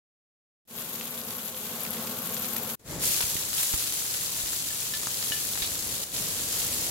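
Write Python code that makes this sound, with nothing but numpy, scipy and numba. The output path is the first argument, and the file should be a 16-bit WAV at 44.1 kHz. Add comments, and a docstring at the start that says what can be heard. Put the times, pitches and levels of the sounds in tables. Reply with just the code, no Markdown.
"""A frying pan on a gas stove in a small kitchen, in three abruptly cut scenes. From 0.7 s potato cubes
fizz in oil: tiny steam bubbles burst and water drops spit over the rumbling burner. From 2.8 s onions
land in the hot oil in batches, flaring and knocking; soft low thumps sound, and a knife clinks and
scrapes on the plate. From 6 s the onions fry evenly, then green peppers add a small flare."""
import sys
import numpy as np
from scipy import signal
from scipy.fft import rfft, irfft
from scipy.io import wavfile
from numba import njit

SR = 44100
rng = np.random.default_rng(int(sys.argv[2]) if len(sys.argv) > 2 else 0)


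def to_wav(sig):
    """Store sig (one row per channel, or 1-D mono) as 16-bit WAV at the path in sys.argv[1].

    Samples outside -1..1 are clipped; the rate is SR.
    """
    pcm = np.clip(np.atleast_2d(sig), -1, 1) * 32767
    pcm = np.round(pcm).astype(np.int16)
    wavfile.write(sys.argv[1], SR, pcm.T)  # frames by channels


N = 304290
T = np.arange(N) / SR
FREQS_HZ = np.fft.rfftfreq(N, 1 / SR) + 1e-3

# Spectra of the hiss, the bubbles, the burner and the blade. Each row: frequency in Hz, gain in dB.
HISS_EQ = [(60, 0), (400, -4), (1000, -20), (15000, -18)]
POTATO_CRACKLE_EQ = [(700, -20), (1800, -8.5), (3400, -3), (4600, -6.5), (5700, -8), (7000, -2),
                     (8500, -7.5), (10200, -5.5), (11700, -1), (13500, -2), (15500, -9.5)]
NEAR_FIZZ_EQ = [(6000, -60), (10000, -8.5), (11700, -1.5), (13500, -2), (15500, -8)]
VEGETABLE_BOIL_EQ = [(400, -18), (1000, -11), (2200, -9.5), (3000, -4.5), (4200, -2), (5500, -2.5),
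                     (7300, 1.5), (8800, -3), (10900, 0.5), (13000, -2.5), (15500, -5)]
POTATO_FLAME_EQ = [(30, -31), (58, -32), (85, -10), (125, -7.5), (205, -4), (255, -5.5), (305, -18.5),
                   (420, -11.5), (520, -10.5), (680, -14.5), (1200, -13.5), (1500, -14), (1900, -25),
                   (4000, -23)]
RUMBLE_EQ = [(20, -14), (60, -2.5), (130, 1.5), (220, -3.5), (320, -5.5), (520, -5.5), (800, -13),
             (1400, -18), (2200, -18.5), (4000, -41)]
BLADE_EQ = [(300, -2), (900, 2), (2800, 11), (3750, 18.5), (5000, 12), (9000, -9), (15000, -24.5)]
# Resonances between burner and pan. Each row: frequency in Hz, width in Hz, lift in dB.
BURNER_GAP_MODES = [(231.7, 20.5, 10.5), (353, 26, 8), (427, 21, 7.5), (509.6, 34, 8.5), (643, 20, 8.5),
                    (730, 13, 8), (857, 43, 5), (1098, 31, 8.5)]
# Loudest bubbles by the potatoes. Each row: start in seconds, level in dB, pitch in Hz.
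BUBBLE_SNAPS = [(0.7986, -28, 11700), (1.1084, -22, 12700), (1.3823, -21, 13200), (1.8064, -18, 12900),
                (1.834, -17, 11400), (1.9066, -16, 11800), (1.9305, -21, 11500), (2.1889, -21, 12400),
                (2.3441, -25, 7040), (2.372, -24, 11500), (2.3984, -23, 12100), (2.422, -19, 12500),
                (2.5331, -19, 12300), (2.5676, -15.5, 11800)]
# Loudest water drops. Each row: start in seconds, level in dB, pitch in Hz.
DROP_SPITS = [(1.011, -23, 3200), (1.307, -24, 3120), (1.384, -26.5, 3000), (1.851, -19.5, 2500),
              (1.865, -19.5, 4020), (2.072, -19, 3800), (2.367, -19.5, 3500), (2.445, -20, 4200),
              (2.564, -19.5, 3040), (3.144, -10.5, 9500), (3.207, -11.5, 2600), (3.224, -13.5, 3480),
              (3.229, -17, 3000), (3.367, -15.5, 4000), (3.531, -16, 4000), (3.95, -22.5, 10700),
              (4.146, -20.5, 4020), (5.226, -16.5, 4050), (5.555, -20, 4000), (5.575, -16, 4200),
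              (6.032, -17, 6550), (6.163, -19, 5000), (6.783, -17, 9000)]
# Batches entering the oil. Each row: start in seconds, landing time in seconds, flare in dB, boil in dB.
ONION_LANDINGS = [(2.985, .06, -27, -43), (3.47, 0.13, -29.5, -36.5), (4.05, 0.07, -41, -42),
                  (5.05, 0.22, -35, -44)]
PEPPER_LANDINGS = [(6.47, 0.05, -39, -54)]
# Low rumble that ducks as the sizzle flares, then slowly recovers. Each row: time in seconds, level in dB.
RUMBLE_LEVELS = [(2.98, -37.5), (3.15, -45), (3.9, -49), (4.8, -48.5), (6.0, -45)]
# Soft low thumps. Each row: start in seconds, level in dB, pitch in Hz, left minus right in dB.
LOW_THUMPS = [(3.095, -32, 69, 11), (3.239, -30, 70, 2), (3.355, -26.5, 110, -18), (3.74, -23.5, 55.6, -30),
              (4.437, -35, 54.6, 10), (5.309, -28, 129, -16), (5.62, -32.5, 49.4, -15)]
# Onion hitting the pan. Each row: start in seconds, peak in dB, left minus right in dB.
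ONION_KNOCKS = [(3.241, -25, 1), (3.738, -18, -11), (4.533, -21, 6), (5.033, -21, 2), (5.0711, -12.5, 1)]
# Modes of a knock and of the plate. Each row: frequency in Hz, relative level in dB, t60 in seconds.
TICK_MODES = [(870, -30, 0.011), (1300, 1, .009), (1670, 2, .008), (3100, -12, 0.0025), (4700, 5.5, 0.0047),
              (6560, 10.5, 0.0048)]
PLATE_MODES = [(1750, -5.5, .16), (2939, 2, .1), (3750, -13, .06), (5534, -3, .06)]
# Knife on plate. Each row: start in seconds, ring gain in dB, scrape gain in dB, rim place in radians.
KNIFE_STROKES = [(4.34, -44, -52, .6), (4.705, -35.5, -48, .7), (4.937, -27, -39, .68),
                 (5.3205, -26.5, -39, .28), (5.365, -39, -45, .3), (5.62, -46, -33, 1),
                 (5.642, -48, -39, 1)]


def undb(db):
    """Decibels to gain."""
    return 10 ** (np.asarray(db) / 20)


def unit(x):
    """Scale a stereo pair to a centre rms of 1."""
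    return x / np.std(x.mean(0))


def pan(db):
    """Stereo gains with mean 1 for a left minus right level."""
    gains = undb(np.array([[db], [-db]]) / 2)
    return gains / gains.mean()


def colour(x, points, modes=()):
    """Filter by an outline plus resonances; 12 dB per octave roll-off below the first point."""
    hz, db = np.transpose(points)
    shape_db = np.interp(np.log(FREQS_HZ), np.log(hz), db)
    shape_db -= 12 * np.maximum(np.log2(hz[0] / FREQS_HZ), 0)
    for centre_hz, width_hz, lift_db in modes:
        shape_db += lift_db / (1 + (2 * (FREQS_HZ - centre_hz) / width_hz) ** 2)
    return irfft(rfft(x) * undb(shape_db), N)


def add(out, start_s, sound):
    """Mix in a short sound."""
    i = int(start_s * SR)
    out[:, i:i + sound.shape[-1]] += sound[..., :N - i]


def fade(t, t60_s):
    """Exponential decay."""
    return np.exp(-np.log(1000) * t / t60_s)


def walk(rate_hz):
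    """Random wander, spread near 1."""
    knots = rng.standard_normal(1024)
    return np.interp(T * rate_hz, np.arange(len(knots)), knots)


def ramp(start_s, length_s):
    """Linear rise from 0 to 1."""
    return np.clip((T - start_s) / length_s, 0, 1)


def cut(start_s, end_s, open_at_s, opening_s, muted_db):
    """Scene gate: starts muted, opens, shuts abruptly."""
    running = np.clip(np.minimum((T - start_s) / .004, (end_s - T) / .008), 0, 1)
    return running * np.interp(T, [open_at_s, open_at_s + opening_s], [undb(muted_db), 1])


def hiss(start_s=.652, level_db=-76.5):
    """Very faint, dull hiss under all scenes."""
    return unit(colour(rng.standard_normal((2, N)), HISS_EQ)) * undb(level_db) * (T > start_s)


@njit
def bursts(start_samples, hz, tau_samples, size):
    """One damped sine per bubble, of unit energy before scaling by size."""
    out = np.zeros(N)
    for k, start in enumerate(start_samples):
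        pole = np.exp(2j * np.pi * hz[k] / SR - 1 / tau_samples[k])
        phasor = 2 * size[k] / np.sqrt(tau_samples[k]) + 0j
        for i in range(max(int(start), 0), min(int(start + 6 * tau_samples[k]) + 2, N)):
            out[i] += phasor.imag
            phasor *= pole
    return out


def bubbles(per_s, spread_db, cycles, pan_db, pan_spread_db, ceiling_db):
    """Steam bubbles burst all over the pan: many small, few large, each with its own pitch and place."""
    draws = np.random.default_rng(rng.integers(2 ** 31)).random((int(per_s * N / SR), 6))
    when, pitch, strength, damping, place, side = draws.T
    hz = 500 + 15500 * pitch
    tau_samples = cycles * (.4 - .82 * np.log(1 - damping)) * SR / hz  # most click, a few sing
    size = undb(np.minimum(-spread_db * np.log(1 - strength), ceiling_db))
    lag_samples = 24 * (place - .5)
    lean_db = pan_db + pan_spread_db * (2 * side - 1)
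    ears = [bursts(when * N + ear * lag_samples, hz, tau_samples, size * undb(ear * lean_db / 2))
            for ear in (1, -1)]
    return unit(np.array(ears))


def scatter(x, wet_db, t60_s):
    """Each bubble has its own echoes; together they form a hiss trailing the crackle."""
    pole = np.exp(-np.log(1e6) / (t60_s * SR))
    energy = signal.lfilter([1 - pole], [1, -pole], x ** 2)
    return x + undb(wet_db) * np.sqrt(energy) * rng.standard_normal((2, N))


def burner(points, modes, width_hz, flutter_db, pan_db):
    """Turbulent gas flame: low notes are centred, the deepest draughts and the highs are wide."""
    mid, side = rng.standard_normal((2, N))
    side_gain = np.clip(.052 + FREQS_HZ / width_hz + (38 / FREQS_HZ) ** 2, 0, 1)
    side = irfft(rfft(side) * side_gain, N)
    flame = colour(np.array([mid + side, mid - side]), points, modes)
    return unit(flame * pan(pan_db)) * undb(flutter_db * walk(6.94))


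def pop(hz, pan_db, cycles=.83):
    """A water drop bursts in oil: brief cavity ring, sharp crack, splutter of droplets."""
    t = T[:SR // 25]
    cavity = np.sin(2 * np.pi * hz * t) * np.exp(-t * hz / cycles)
    crack, splutter = .83 * fade(t, .0087), .31 * fade(t, .037)
    spray = rng.standard_normal((2, len(t))) * (crack + splutter)
    band = signal.butter(1, [hz / 3, min(2 * hz, .4 * SR)], "band", fs=SR)
    sound = cavity + signal.lfilter(*band, spray)
    return sound / np.abs(sound).max() * pan(pan_db)


def strays(per_s, peak_db, spread_db=3.5, centre_hz=5000, spread_octaves=.59, pan_spread_db=5.5):
    """Small drops spit at random; peak_db is relative to a sizzle of rms 1."""
    out = np.zeros((2, N))
    draws = np.random.default_rng(rng.integers(2 ** 31)).uniform(-1, 1, (int(per_s * N / SR), 4))
    for when, size, pitch, side in draws:
        drop = pop(centre_hz * 2 ** (spread_octaves * pitch), pan_spread_db * side)
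        add(out, (when + 1) / 2 * N / SR, undb(peak_db + spread_db * size) * drop)
    return out


def potatoes():
    """Sparse crackle and fine fizz from the nearest cubes over a strong flame; the levels rise once."""
    sizzle_db = -40.5 + 3 * ramp(start_s=2.03, length_s=.36)
    flame_db = -43 + 4 * ramp(start_s=1.4, length_s=.6)
    crackle = bubbles(per_s=4000, spread_db=4.8, cycles=.71, pan_db=1, pan_spread_db=8, ceiling_db=25)
    crackle = unit(colour(scatter(crackle, wet_db=5.5, t60_s=.096), POTATO_CRACKLE_EQ))
    fizz = bubbles(per_s=3200, spread_db=4.5, cycles=3.3, pan_db=15, pan_spread_db=3, ceiling_db=14.5)
    fizz = unit(colour(scatter(fizz, wet_db=-17, t60_s=.1), NEAR_FIZZ_EQ))
    fizz_db = -1.5 + .27 * (sizzle_db + 38.5) + .6 * walk(30.6)  # livelier boil, more fizz
    sizzle = undb(-1.17) * crackle + undb(fizz_db) * fizz + strays(per_s=9, peak_db=10.5)
    sizzle *= undb(sizzle_db + 1.1 * walk(45.2))
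    flame = burner(POTATO_FLAME_EQ, BURNER_GAP_MODES, width_hz=4700, flutter_db=1, pan_db=1.1)
    return sizzle + flame * undb(flame_db)


def snaps(cycles=2.4, pan_db=14):
    """A tiny bubble opens; its cavity sings for a few cycles in the high treble."""
    out, t = np.zeros((2, N)), T[:SR // 100]
    for start_s, db, hz in BUBBLE_SNAPS:
        age = t * hz / cycles
        envelope = age * np.exp(1 - age)
        add(out, start_s, undb(db) * envelope * np.sin(2 * np.pi * hz * t) * pan(pan_db))
    return out


def spits():
    """Large drops burst above the sizzle."""
    out = np.zeros((2, N))
    for start_s, db, hz in DROP_SPITS:
        add(out, start_s, undb(db) * pop(hz, pan_db=5.5 * rng.uniform(-1.1, 1)))
    return out


def boil_power(batches, flare_tau_s=.19, drying_tau_s=7.9):
    """Sizzle power builds as a batch lands, flares as surface water flashes off, then falls as it dries."""
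    power = 1e-9
    for start_s, landing_s, flare_db, boil_db in batches:
        age_s = np.maximum(T - start_s - landing_s, 0)
        flare = undb(flare_db) ** 2 * np.exp(-age_s / flare_tau_s)
        boil = undb(boil_db) ** 2 * np.exp(-age_s / drying_tau_s)
        power += ramp(start_s, landing_s) ** 2 * (flare + boil)
    return power


def vegetables(power, rumble_db, per_s, spread_db, pan_db, surge_db, spray_db, spray_slope):
    """Wet pieces boil over a low rumble; a fiercer boil has a larger share of fine spray."""
    boil = bubbles(per_s, spread_db, cycles=.8, pan_db=pan_db, pan_spread_db=4, ceiling_db=20)
    boil = colour(scatter(boil, wet_db=1, t60_s=.082), VEGETABLE_BOIL_EQ)
    spray = irfft(rfft(boil) / (1 + (9500 / FREQS_HZ) ** 8), N)  # high-pass
    share = np.clip(undb(spray_db) ** 2 * (power / power.max()) ** spray_slope, 0, .8)
    sizzle = unit(boil - spray) * np.sqrt(1 - share) + unit(spray) * np.sqrt(share)
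    sizzle += strays(per_s=4, peak_db=10)
    rumble = burner(RUMBLE_EQ, (), width_hz=2400, flutter_db=-.4, pan_db=1.5)
    return sizzle * np.sqrt(power) * undb(surge_db * walk(30)) + rumble * undb(rumble_db)


def onions(bare_oil_db=-42):
    """Onions slide into hissing hot oil in batches."""
    power = undb(bare_oil_db) ** 2 + boil_power(ONION_LANDINGS)
    rumble_db = np.interp(T, *np.transpose(RUMBLE_LEVELS))
    return vegetables(power, rumble_db, per_s=10000, spread_db=3.5, pan_db=2,
                      surge_db=.26, spray_db=-2, spray_slope=.13)


def thumps(cycles=.38, attack_s=.00015):
    """Soft low thumps, as of air puffs: a short, heavily damped swing."""
    out, t = np.zeros((2, N)), T[:SR // 8]
    for start_s, db, hz, pan_db in LOW_THUMPS:
        envelope = np.exp(-t * hz / cycles) * (1 - np.exp(-t / attack_s))
        add(out, start_s, undb(db) * envelope * np.cos(2 * np.pi * hz * t) * pan(pan_db))
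    return out


def ringing(modes):
    """A struck object: one decaying sine per mode."""
    t = T[:SR // 3]
    return sum(undb(db) * np.sin(2 * np.pi * hz * t) * fade(t, t60_s) for hz, db, t60_s in modes)


def knocks():
    """Firm pieces hit the pan with a dry tick."""
    out, tick = np.zeros((2, N)), ringing(TICK_MODES)
    tick /= np.abs(tick).max()
    for start_s, db, pan_db in ONION_KNOCKS:
        add(out, start_s, tick * undb(db) * pan(pan_db))
    return out


def knife(detune=1.022):
    """The blade taps and scrapes the plate, whose modes ring as beating pairs."""
    rings, scrapes, t = np.zeros((2, N)), np.zeros((2, N)), T[:SR // 3]
    for start_s, ring_db, scrape_db, place_rad in KNIFE_STROKES:
        for order, (hz, db, t60_s) in enumerate(PLATE_MODES, 1):
            pair = ringing([(hz, db, t60_s), (hz * detune, db - 6, t60_s / 2)])
            coupling = np.cos(order * place_rad)  # weak near a node
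            add(rings, start_s, undb(ring_db) * coupling * pair * pan(4))
        add(scrapes, start_s, undb(scrape_db) * rng.standard_normal((2, len(t))) * fade(t, .15))
    return rings + colour(scrapes, BLADE_EQ)


def peppers(soft_onions_db=-33):
    """Peppers add a small flare to evenly frying onions."""
    power = undb(soft_onions_db) ** 2 + boil_power(PEPPER_LANDINGS)
    return vegetables(power, rumble_db=-43.5, per_s=15000, spread_db=3.3, pan_db=1.5,
                      surge_db=1.14, spray_db=-3, spray_slope=.15)


def kitchen(x, wet_db, t60_s):
    """Pan wall, hob and tiles add a short tail, different on each side."""
    t = T[:SR // 3]
    tail = rng.standard_normal((2, len(t))) * fade(t, t60_s) * (t > .001)
    tail /= np.sqrt(np.sum(tail ** 2, axis=1, keepdims=True))
    return x + undb(wet_db) * signal.fftconvolve(x, tail, axes=1)[:, :N]


def scene():
    """Three gated scenes in turn, plus single sounds and hiss."""
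    singles = kitchen(snaps() + spits() + knocks(), wet_db=-7, t60_s=.088)
    clinks = kitchen(undb(-.6) * knife(), wet_db=-12, t60_s=.11)
    frying = potatoes() * cut(start_s=.672, end_s=2.756, open_at_s=.672, opening_s=.115, muted_db=-27)
    frying += onions() * cut(start_s=2.792, end_s=6.047, open_at_s=2.838, opening_s=.085, muted_db=-22)
    frying += peppers() * cut(start_s=6.041, end_s=7, open_at_s=6.122, opening_s=.022, muted_db=-7.5)
    return frying + thumps() + singles + clinks + hiss()


def record(dry, top_hz=15750):
    """Steep low-pass."""
    return signal.sosfilt(signal.ellip(10, .1, 80, top_hz, fs=SR, output="sos"), dry)


dry = scene()
out = record(dry)
to_wav(out)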